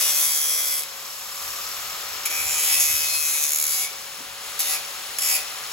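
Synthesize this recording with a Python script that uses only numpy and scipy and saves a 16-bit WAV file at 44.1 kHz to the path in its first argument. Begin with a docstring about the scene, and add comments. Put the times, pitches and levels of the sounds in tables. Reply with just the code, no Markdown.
"""In a workshop, an angle grinder at speed is laid on a steel pipe in four hissing passes, one already under way.
Grit recurring at every turn of the disc makes the hiss a comb of lines, which sags as pressure brakes the disc.
This contact force is coloured by the pipe wall and excites the decaying modes of the pipe; the disc bites and skips.
Filtered noise makes the roar of cooling air, a rattling gear head, gusts on the microphone and a bump on the bench;
tones of wandering phase make the motor whine, the hum of the spinning parts and a shop fan."""
import sys
import numpy as np
from scipy import signal
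from scipy.fft import rfft, irfft
from scipy.io import wavfile
from scipy.ndimage import uniform_filter1d, map_coordinates

SR = 44100
rng = np.random.default_rng(int(sys.argv[2]) if len(sys.argv) > 2 else 0)


def master(y):
    """Save y as 16-bit WAV."""
    cut = np.clip(np.atleast_2d(y).T, -1, 1)
    pcm = np.round(cut * 32767)  # scale
    wavfile.write(sys.argv[1], SR, pcm.astype(np.int16))


N = 252252
TIME, FREQ = np.arange(N) / SR, np.fft.rfftfreq(N, 1 / SR)

# Levels in the tables are relative; the functions apply further gains.
# The disc on the pipe: lands t/s, pressed hardest t/s, lets up t/s, clear t/s, hand eases by level/dB, over t/s,
# grit hiss level/dB, pipe wall level/dB, push of the warped disc level/dB (against the wall)
PASS_TABLE = [(-.3, 0.2, .795, .87, 4.5, .6, -24, -32.8, -8),
              (2.3, 2.78, 3.82, 3.92, 3.5, .08, -23, -30.6, -8),
              (4.599, 4.70, 4.74, 4.82, 0, .08, -26.3, -33, -6),
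              (5.205, 5.27, 5.355, 5.445, 0, .08, -23.8, -32.5, -6)]
# Colour of the spot of pipe met by each pass, one list a pass: f/Hz, density level/dB (per Hz)
SPOT_COLOURS = [
    [(150, -44), (330, -20.5), (600, -17.5), (1000, -14.5), (1750, -12), (2350, -4.5), (2800, -17),
     (3300, -1.5), (4000, -11.5), (5400, -3), (6700, -4.5), (8600, -3.5), (11000, 2.5), (15300, -6)],
    [(150, -27), (330, -18), (600, -26), (1000, -5), (1750, -8.5), (2350, 7.5), (2800, -3), (3300, -1),
     (4000, -4.5), (4700, -8.5), (5400, -4.5), (6700, -3), (8600, -9.5), (11000, 0), (15300, -10)],
    [(150, -41), (330, -16), (600, -22), (1000, -7), (1750, -3), (2350, 3.5), (2800, 1), (3300, 0),
     (4000, 1.5), (5400, -1), (6700, 1), (8600, -6.5), (11000, 6.5), (15300, -6)],
    [(150, -29), (330, -43), (600, -25), (1000, -7), (1750, -9), (2350, 4.5), (2800, -2), (3300, -2),
     (4000, -7.5), (5200, 0), (5750, -4), (6900, 0), (8600, -6), (11000, 2.5), (15300, -7)],
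]
# The disc bites into the steel: t/s, hiss level/dB, pipe wall level/dB, decay time constant t/s
BITE_TABLE = [(0.0, -41, -38.5, 0.11), (2.253, -21, -27.5, 0.018), (2.798, -23.5, -43, 0.019),
              (4.591, -21, -33, 0.018), (5.185, -17, -24.5, 0.0063), (5.219, -28, -51, 0.0075)]
# Modes of the pipe: f/Hz, level/dB, t60 t/s
PIPE_MODES = [(448, -37, 0.055), (589, -27, 0.023), (774, -28, 0.22), (2025, -19, 0.076), (2230, -22, 0.2),
              (2386, -23.5, 0.18), (2550, -7.5, 0.16), (3580, -16, 0.13), (5220, -21, 0.013)]
# Push of the slightly warped disc: multiple of disc speed, level/dB
WARP_ORDERS = [(2, -13), (3, -6.5), (4, -6), (5, -7.5)]
# Lightly held, the disc skips on the pipe: t/s, half length t/s, more slap level/dB, more bounce level/dB
SKIP_TABLE = [(0.835, 0.016, 11, -3), (2.836, 0.051, 1, 3.5), (3.235, 0.045, 5.5, 3.5),
              (3.43, 0.083, 3, 2.5), (3.604, 0.13, 3, 9)]
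# Chips torn loose blur the comb of lines into a rasp: t/s, half length t/s, more chips level/dB
RASP_TABLE = [(2.26, .03, 15), (2.74, .06, 16), (3.63, .1, 17), (4.605, .035, 19), (5.195, .03, 18),
              (5.31, .07, 8)]
# Single resonances of the wall swell and fade as the contact creeps along:
# t/s, half length t/s, f/Hz, half width f/Hz, lift level/dB
WALL_SWELLS = [(0.066, 0.08, 3320, 90, 4.5), (0.57, 0.34, 3300, 73, 2.5), (0.69, 0.36, 2070, 60, 6.5),
               (0.12, 0.2, 2240, 56, 0), (0.024, 0.06, 3760, 80, 10), (0.073, 0.056, 2860, 130, 18.5),
               (.14, 0.5, 5930, 130, 11), (.1, .12, 4900, 200, 0), (0.35, 0.19, 5300, 92, 9),
               (0.2, .12, 4300, 100, 4), (0.56, .1, 5900, 70, 6), (.76, .08, 4300, 200, 4),
               (2.357, 0.074, 2430, 110, 9), (2.6, .2, 700, 120, 3), (3.81, 0.068, 770, 120, 15),
               (3.35, .15, 2270, 120, 4), (2.498, .06, 7200, 160, 14), (2.653, 0.044, 5100, 110, 8),
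               (2.72, 0.041, 2600, 150, 2), (2.728, 0.055, 5130, 280, 8), (2.8, 0.07, 6560, 160, 8.5),
               (3, 0.35, 3300, 90, 8), (3.1, 0.25, 4800, 100, 9), (3.12, 0.083, 4240, 80, 15.5),
               (3.07, 0.15, 2570, 83, 6.5), (3.39, .07, 5820, 115, 6), (3.38, 0.16, 8400, 300, 5),
               (3.58, 0.088, 6850, 340, 4), (3.734, 0.022, 4900, 350, 9), (3.823, .05, 3500, 150, 9),
               (3.5, .04, 4550, 130, 10), (3.863, 0.034, 2320, 170, 17), (4.61, 0.029, 5600, 223, 6),
               (5.5, 0.047, 4200, 100, 12), (4.77, 0.027, 2400, 150, 16), (4.7, 0.048, 780, 91, 12),
               (5.246, 0.06, 5500, 150, 12.5), (5.34, 0.045, 760, 90, 14.5), (5.39, .05, 2410, 150, 7.5)]
# Level of the rattling gear head: t/s, level/dB
RATTLE_LEVEL = [(0, -49), (1.35, -43), (1.45, -40), (1.65, -40), (1.9, -43), (2.08, -41), (2.3, -42),
                (4.0, -45.5), (4.35, -49), (4.9, -45), (5.72, -44.5)]
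# Colour of the rattle: f/Hz, density level/dB (per Hz)
RATTLE_COLOUR = [(3500, -55), (5000, -4.5), (5350, 0), (5700, 2), (6050, -16), (8500, -52)]
# Cooling air as the grinder is turned towards the microphone or away: t/s, level/dB, treble level/dB
AIR_LEVEL = [(0, -32, 6), (.35, -36.5, 9.5), (.88, -36.5, 1.5), (1.35, -36, 4), (1.43, -33.5, 4),
             (2.2, -31.5, -0.3), (2.72, -32, -3), (2.85, -35, 5), (3.55, -35.5, 4), (4.38, -35.5, -2),
             (4.47, -33, 0), (5.72, -32.5, -1)]
# Colour of the cooling air: f/Hz, density level/dB (per Hz)
AIR_SPECTRUM = [(100, -13), (280, -11.5), (470, -3), (620, -3), (800, 0.5), (1250, 3.5), (1800, 2),
                (2600, 3), (4500, 0.5), (5500, -3), (6300, -1), (7300, 0), (9800, -7.5), (11600, -3.5),
                (12400, -2.5), (15300, -5.5)]
# Two resonances of the air jet, moving as the grinder is turned:
# t/s, howl f/Hz, howl level/dB, whistle f/Hz, whistle level/dB
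JET_RESONANCES = [(0, 1180, -16, 11860, -16), (.95, 1110, -12.5, 11500, -10.5),
                  (1.5, 1210, -8.5, 11550, -9), (2.2, 1270, -12.5, 11780, -11),
                  (3.3, 1200, -18, 10650, -31), (4.1, 1180, -15, 10100, -9), (4.9, 1250, -15, 10000, -9),
                  (5.72, 1220, -14.5, 10330, -9.5)]
# Motor whine: multiple of disc speed, level/dB (against the air), width f/Hz
WHINE_LINES = [(5, -23, 25), (27.4, -19, 120), (44, -20, 40)]
# Hum of the spinning parts; the armature is geared to turn 3.69 times as fast as the disc:
# multiple of disc speed, level/dB, width f/Hz
HUM_LINES = [(3, -64, 3), (3.692, -55.3, .2)]
# Shop fan: f/Hz, level/dB, width f/Hz
FAN_LINES = [(150, -68.5, 0.71)]
# Colour of the low draught: f/Hz, density level/dB (per Hz)
DRAUGHT_COLOUR = [(15, -40), (40, -36), (65, 4), (110, -9), (250, -3), (1000, -59)]
# The air jet buffets the microphone: t/s, half length t/s, level/dB
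GUST_TABLE = [(1.493, 0.091, -59), (2.017, 0.27, -63), (2.478, 0.094, -52.5), (2.888, 0.098, -50),
              (3.14, 0.2, -61), (4.296, .03, -63)]
# Colour of the gusts: f/Hz, density level/dB (per Hz)
GUST_SPECTRUM = [(15, -18), (35, -14), (62, 3.5), (110, -4), (200, -25), (500, -44), (2000, -80)]
# The pipe is shifted against the bench: t/s, level/dB, decay time constant t/s
BUMP_TABLE = [(4.185, -45, 0.051)]
# Colour of the bump: f/Hz, density level/dB (per Hz)
BUMP_SPECTRUM = [(60, -24), (180, -2.5), (270, 7), (420, 0), (1200, -9), (5000, -50)]
# Microphone pair: f/Hz, energy share of direct sound, left-right level/dB, phase by which left leads [rad]
PORT_TABLE = [(40, .92, 0, 0), (130, .9, 0, 0), (300, .8, 1.5, .15), (650, .66, 3, .4),
              (1300, .72, 3.5, .8), (2600, .68, 2, 1.2), (4400, .45, 5, .6), (5600, .5, 4, 1.5),
              (7000, .86, 1.5, 0), (9100, .97, 0, -3.14), (11100, .88, 0, -6.28), (13200, .97, 0, -9.42),
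              (15300, .94, 0, -12.5)]
# Reverberation of the shop: f/Hz, t60 t/s
ROOM_DECAY = [(100, 0.38), (1500, 1), (5000, 0.31), (15000, 0.035)]

# The disc turns freely at one speed; a pass is already braking it at the start
FREE_TURNS_PER_S, START_TURNS_PER_S = 158.8, 150.8
# Full pressure would take this much off the speed, which follows slowly
SAG_TURNS_PER_S, INERTIA_S, LOAD_POWER = 21.7, 1.43, 1.19
# Pressure starts light and swells, then falls away as the disc lifts
LANDING_DB, SWELL_POWER = -9, 1.3
LIFT_DB, LIFT_POWER = -22, 1.1
WALL_SHARE = 0.82  # the pipe wall follows the pressure less than the hiss does
SLAP_DB, BOUNCE_DB = -0.5, -2  # pressure swings once a turn, and once every second turn
STUMBLE_TURNS, STUMBLE_SHARE = .1, .15  # the bounces are uneven in timing and in strength
WALL_FADE_DB_PER_S, WALL_SKIP_SHARE = 2, 0.44  # the wall fades along a pass, and sounds less in a bounce
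WARP_FADE_DB_PER_S = 7  # the warp pushes hardest just after landing, before the disc settles
BITE_RISE_S = .0015
# Narrow resonances come and go at random under the moving contact: rms depth, knot spacings
GLINT_DB, GLINT_HZ, GLINT_S = 1.5, 200, .2
EDGE_HZ = 15900  # upper band limit


def amp(db):
    """Level: an amplitude ratio is ten to the power of dB / 20."""
    return 10 ** (np.asarray(db) / 20)


def unit(x):
    """Normalization: scales a signal to rms 1."""
    return x / np.sqrt(np.mean(x ** 2) + 1e-20)


def follow(rows, at=TIME):
    """Linear interpolation: joins table rows by straight lines, one curve a column."""
    key, *columns = np.transpose(rows)
    return [np.interp(at, key, column) for column in columns]


def read(points, hz):
    """Spectral interpolation: straight lines on a logarithmic frequency axis."""
    f, value = np.transpose(points)
    return np.interp(np.log(hz + 1), np.log(f), value)


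def noise(colour):
    """Filtered noise: a white spectrum weighted by the given colour, at rms 1."""
    white = rng.standard_normal(N)
    return unit(irfft(rfft(white) * amp(read(colour, FREQ)), N))


def split(x, hz):
    """Complementary filtering: the parts below and above a frequency add up to the whole."""
    low = irfft(rfft(x) / (1 + (FREQ / hz) ** 8), N)
    return low, x - low


def band_rms(x, lo, hi):
    """Band level: rms of the part between two frequencies."""
    return np.std(irfft(rfft(x) * ((FREQ > lo) & (FREQ < hi)), N))


def bell(centre, half_width, at=TIME):
    """Gaussian curve: a smooth rise and fall of height 1 around a moment or a frequency."""
    return np.exp(-((at - centre) / half_width) ** 2)


def ramp(start_s, end_s):
    """Linear transition from 0 to 1 between two moments."""
    return np.clip((TIME - start_s) / max(end_s - start_s, 1 / SR), 0, 1)


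def blows(rows, rise_s):
    """Impact envelope: quick rises times exponential decays."""
    total = 0
    for start_s, db, decay_s in rows:
        age = np.maximum(TIME - start_s, 0)
        total = total + amp(db) * (1 - np.exp(-age / rise_s)) * np.exp(-age / decay_s)
    return total


def tone(hz, width_hz):
    """Phase diffusion: a random walk of phase broadens a line, here of rms 1."""
    drift = np.sqrt(2 * np.pi * width_hz / SR) * rng.standard_normal(N)
    phase = np.cumsum(2 * np.pi * hz / SR + uniform_filter1d(drift, size=400))
    return np.sqrt(2) * np.sin(phase)


def resonant_noise(hz, width_hz):
    """Resonance: slow complex noise, shifted up to the moving frequency hz, at rms 1."""
    keep = np.exp(-np.pi * width_hz / SR)
    white = rng.standard_normal(N) + 1j * rng.standard_normal(N)
    slow = signal.lfilter([1], np.poly([keep, keep]), white)
    return unit((slow * np.exp(2j * np.pi * np.cumsum(hz) / SR)).real)


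def patches(knots_hz, knots_s):
    """Random field: bounded random heights joined smoothly over frequency and time."""
    heights = np.sqrt(3) * rng.uniform(-1, 1, (128, 128))
    return map_coordinates(heights, np.meshgrid(knots_hz, knots_s, indexing="ij"))


def pressure(lands, hardest, lets_up, clear, ease_db, ease_s):
    """Hand force of a pass: light landing, swell, easing, lift; gives contact (0-1) and pressure in dB."""
    touching = uniform_filter1d(1. * ((TIME >= lands) & (TIME <= clear)), size=200)
    swell = LANDING_DB * (1 - ramp(lands, hardest)) ** SWELL_POWER
    ease = ease_db * ramp(hardest, hardest + ease_s)
    lift = LIFT_DB * ramp(lets_up, clear) ** LIFT_POWER
    return touching, swell - ease + lift


def disc_speed():
    """Rotor inertia: braking by pressure makes the speed in turns per second sag and recover slowly."""
    load = 0
    for *hand, grit_db, pipe_db, warp_db in PASS_TABLE:
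        touching, press_db = pressure(*hand)
        load = load + touching * amp(press_db) ** LOAD_POWER
    keep = np.exp(-1 / (INERTIA_S * SR))
    goal = FREE_TURNS_PER_S - SAG_TURNS_PER_S * load
    return signal.lfilter([1 - keep], [1, -keep], goal, zi=[START_TURNS_PER_S])[0]


def rim(turns, life_turns, size):
    """Periodicity with wear: `size` random bumps round the disc slowly renew; 320 cells in the row of a turn."""
    keep = np.exp(-1 / life_turns)
    fresh = rng.standard_normal((1000, size))[:int(turns[-1]) + 3]
    worn = signal.lfilter([np.sqrt(1 - keep ** 2)], [1, -keep], fresh[1:], axis=0, zi=keep * fresh[:1])[0]
    return signal.resample(worn, 320, axis=1)


def skipping():
    """Intermittent contact: extra slap and bounce of the disc in dB while it skips."""
    return sum(np.outer([slap_db, bounce_db], bell(s, half_s)) for s, half_s, slap_db, bounce_db in SKIP_TABLE)


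def scrape(turns, patchy_db=1.0, grain_db=4.5, chips_db=-23, crackle_db=2, abruptness=1.6):
    """Contact force: recurring grit gives lines, fresh chips give noise, and the riding disc modulates both."""
    grit = rim(turns, life_turns=90, size=320)
    high_spots = rim(turns, life_turns=40, size=12)
    coarse_grains = rim(turns, life_turns=25, size=80)
    # evenly strewn grit gives all multiples of the speed a like strength
    orders = rfft(grit * amp(patchy_db * high_spots + grain_db * coarse_grains), axis=1)
    profile = irfft(orders / abs(orders) ** .88, axis=1)
    cells = turns * profile.shape[1]
    force = unit(map_coordinates(profile.ravel(), [cells], order=3, mode="nearest"))

    slap_db, bounce_db = skipping()
    late, harder = [map_coordinates(row, [turns]) for row in rng.standard_normal((2, 1000))]
    airborne = np.tanh(abruptness * np.cos(np.pi * (turns + STUMBLE_TURNS * late)))
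    ride_db = (SLAP_DB + slap_db) * np.cos(2 * np.pi * turns) - (BOUNCE_DB + bounce_db) * airborne
    ride = amp(ride_db + STUMBLE_SHARE * bounce_db * harder)

    loose = amp(chips_db + sum(db * bell(s, half_s) for s, half_s, db in RASP_TABLE))
    hiss = rng.standard_normal(N)
    crackle = unit(uniform_filter1d(rng.standard_normal(N), size=40))
    chips = unit(hiss * amp(crackle_db * crackle))
    mixed = (force + loose * chips) / np.hypot(1, loose)
    # dividing by the rms over 40 ms keeps the mean power of the ride steady
    return mixed * ride / np.sqrt(uniform_filter1d(ride ** 2, size=1764))


def sliding(force, shift_db=1.2, shift_hz=800, shift_s=.06, tremor_db=.8, tremor_s=.02):
    """Moving excitation point: creeping shifts the colour in wide and narrow patches, and the hand trembles."""
    hz, t, z = signal.stft(force, SR, nperseg=768)
    wide = patches(hz / shift_hz, t / shift_s)
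    narrow = patches(hz / GLINT_HZ, t / GLINT_S)
    tremor = map_coordinates(rng.standard_normal(600), [t / tremor_s])
    gain_db = shift_db * wide + GLINT_DB * narrow + tremor_db * tremor
    return signal.istft(z * amp(gain_db), SR, nperseg=768)[1][:N]


def wobble(turns):
    """Forced vibration: the slightly warped disc pushes at low multiples of its speed."""
    return np.sqrt(2) * sum(amp(db) * np.cos(2 * np.pi * multiple * turns) for multiple, db in WARP_ORDERS)


def ring(force):
    """Modal response: the force convolved with the decaying modes of the pipe."""
    t = TIME[:SR // 2]
    modes = 0
    for hz, db, t60 in PIPE_MODES:
        modes = modes + amp(db) * unit(amp(-60 * t / t60) * np.cos(2 * np.pi * hz * t))
    return signal.fftconvolve(force, modes / np.sqrt(len(t)))[:N]


def swelling(x):
    """Selective excitation: each wall resonance is lifted while the contact passes the spot that excites it."""
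    hz, t, z = signal.stft(x, SR, nperseg=1024)
    lift_db = 0
    for s, half_s, centre_hz, width_hz, db in WALL_SWELLS:
        lift_db = lift_db + db * np.outer(bell(centre_hz, width_hz, hz), bell(s, half_s, t))
    return signal.istft(z * amp(lift_db), SR, nperseg=1024)[1][:N]


def grinding(speed, hiss_db=2.5, wall_db=-1, ring_db=-2):
    """Source and resonator: each scrape hisses at the contact, sounds through the wall and rings the pipe."""
    turns = np.cumsum(speed) / SR
    force, warp, bounce_db = sliding(scrape(turns)), wobble(turns), skipping()[1]
    out, push, last_clear = np.zeros(N), np.zeros(N), -np.inf
    for row, spot in zip(PASS_TABLE, SPOT_COLOURS):
        *hand, grit_db, pipe_db, warp_db = row
        lands, clear = row[0], row[3]
        touching, press_db = pressure(*hand)
        since_landing = TIME - lands
        bites = [bite for bite in BITE_TABLE if last_clear < bite[0] <= clear]

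        hiss = touching * amp(grit_db + press_db)
        hiss += blows([(s, db, decay) for s, db, _, decay in bites], BITE_RISE_S)
        loss_db = WALL_FADE_DB_PER_S * since_landing + WALL_SKIP_SHARE * bounce_db
        wall = touching * amp(pipe_db + WALL_SHARE * press_db - loss_db)
        wall += blows([(s, db, decay) for s, _, db, decay in bites], BITE_RISE_S)

        sound = irfft(rfft(force) * amp(read(spot, FREQ)), N)
        low, high = split(sound, hz=4530)
        out += amp(hiss_db) * hiss * high / band_rms(sound, 5000, 12500)
        out += amp(wall_db) * wall * low / band_rms(sound, 2000, 4500)
        warp_level_db = pipe_db + warp_db - WARP_FADE_DB_PER_S * np.maximum(since_landing, 0)
        push += wall * force + touching * amp(warp_level_db) * warp
        last_clear = clear
    return swelling(out + amp(ring_db) * ring(push))


def chatter(speed, uneven_db=1.0, sharpness=9, wander=0.06):
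    """Amplitude modulation: the gear head rattles about once in four turns, a fluttering chirr."""
    sway = unit(uniform_filter1d(rng.standard_normal(N), size=2000))
    beat = np.cumsum(speed / 4 * (1 + wander * sway)) / SR
    bursts = np.exp(sharpness * np.cos(2 * np.pi * beat)) * amp(uneven_db * sway)
    return amp(follow(RATTLE_LEVEL)[0]) * unit(bursts * noise(RATTLE_COLOUR))


def motor(speed, air_db=-1.12, rush_db=1.5, howl_width_hz=260, whistle_width_hz=1200):
    """Flow noise: cooling air roars through the duct and howls at the vents; a faint whine follows the speed."""
    level_db, treble_db = follow(AIR_LEVEL)
    howl_hz, howl_db, whistle_hz, whistle_db = follow(JET_RESONANCES)
    roar, rush = split(noise(AIR_SPECTRUM), hz=2720)
    body, treble = split(roar + amp(rush_db) * rush, hz=4860)
    howl = amp(howl_db) * resonant_noise(howl_hz, howl_width_hz)
    whistle = amp(whistle_db) * resonant_noise(whistle_hz, whistle_width_hz)
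    whine = sum(amp(db) * tone(multiple * speed, width) for multiple, db, width in WHINE_LINES)
    air = body + howl + amp(treble_db) * (treble + whistle)
    return amp(air_db + level_db) * (air + whine)


def hum(speed):
    """Unbalance of armature and disc: low tones that sink under load and climb when the disc runs free."""
    return sum(amp(db) * tone(multiple * speed, width) for multiple, db, width in HUM_LINES)


def shop_fan(draught_db=-68):
    """Stationary background: a steady hum and the low noise of a draught."""
    fan_hum = sum(amp(db) * tone(hz, width) for hz, db, width in FAN_LINES)
    return fan_hum + amp(draught_db) * noise(DRAUGHT_COLOUR)


def gusts(calm_db=-73):
    """Wind noise: the air jet buffets the microphone with low noise that swells over a calm floor."""
    wind = amp(calm_db) + sum(amp(db) * bell(s, half_s) for s, half_s, db in GUST_TABLE)
    return wind * noise(GUST_SPECTRUM)


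def bench_bump():
    """Impact noise: a dull decaying burst as the pipe shifts against the bench."""
    return blows(BUMP_TABLE, rise_s=0.0043) * noise(BUMP_SPECTRUM)


def workshop(x, near_db=7, near_s=0.0095):
    """Reverberation at one port: dense echoes off the bench and tools, then the decaying tail of the room."""
    hz, t, z = signal.stft(rng.standard_normal(SR // 2), SR, nperseg=256)
    late_decay = amp(-60 * t / read(ROOM_DECAY, hz)[:, None])
    near_echoes = amp(near_db) * np.exp(-t / near_s)
    arrived = t > .004
    decay = late_decay * (1 + near_echoes) * arrived
    # every band of the tail gets like energy
    tail = signal.istft(z * decay / np.linalg.norm(decay, axis=1, keepdims=True), SR, nperseg=256)[1]
    return signal.fftconvolve(x, tail / np.linalg.norm(tail))[:N]


def scene():
    """Superposition: all sources reach two ports, directly with a phase difference and scattered by the shop."""
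    speed = disc_speed()
    metal = grinding(speed) + chatter(speed)
    sound = metal + motor(speed) + hum(speed) + gusts() + bench_bump() + shop_fan()
    direct, balance_db, lead = follow(PORT_TABLE, FREQ)
    direct = np.clip(direct, 0, 1)
    ports = []
    for side in (1, -1):  # left, right
        straight = np.sqrt(direct) * rfft(sound) * np.exp(.5j * side * lead)
        # turbulent air is a wide source: each port also hears eddies of its own
        around = workshop(metal) + motor(speed) + gusts() + bench_bump()
        scattered = np.sqrt(1 - direct) * rfft(around)
        ports.append(irfft((straight + scattered) * amp(side * balance_db / 2), N))
    return np.array(ports)


def record(dry):
    """Band limitation: a linear-phase low-pass filter, as of a recorder."""
    lowpass = signal.firwin(511, EDGE_HZ, window=("kaiser", 9), fs=SR)
    return signal.oaconvolve(dry, lowpass[None], "same")


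dry = scene()
out = record(dry)
master(out)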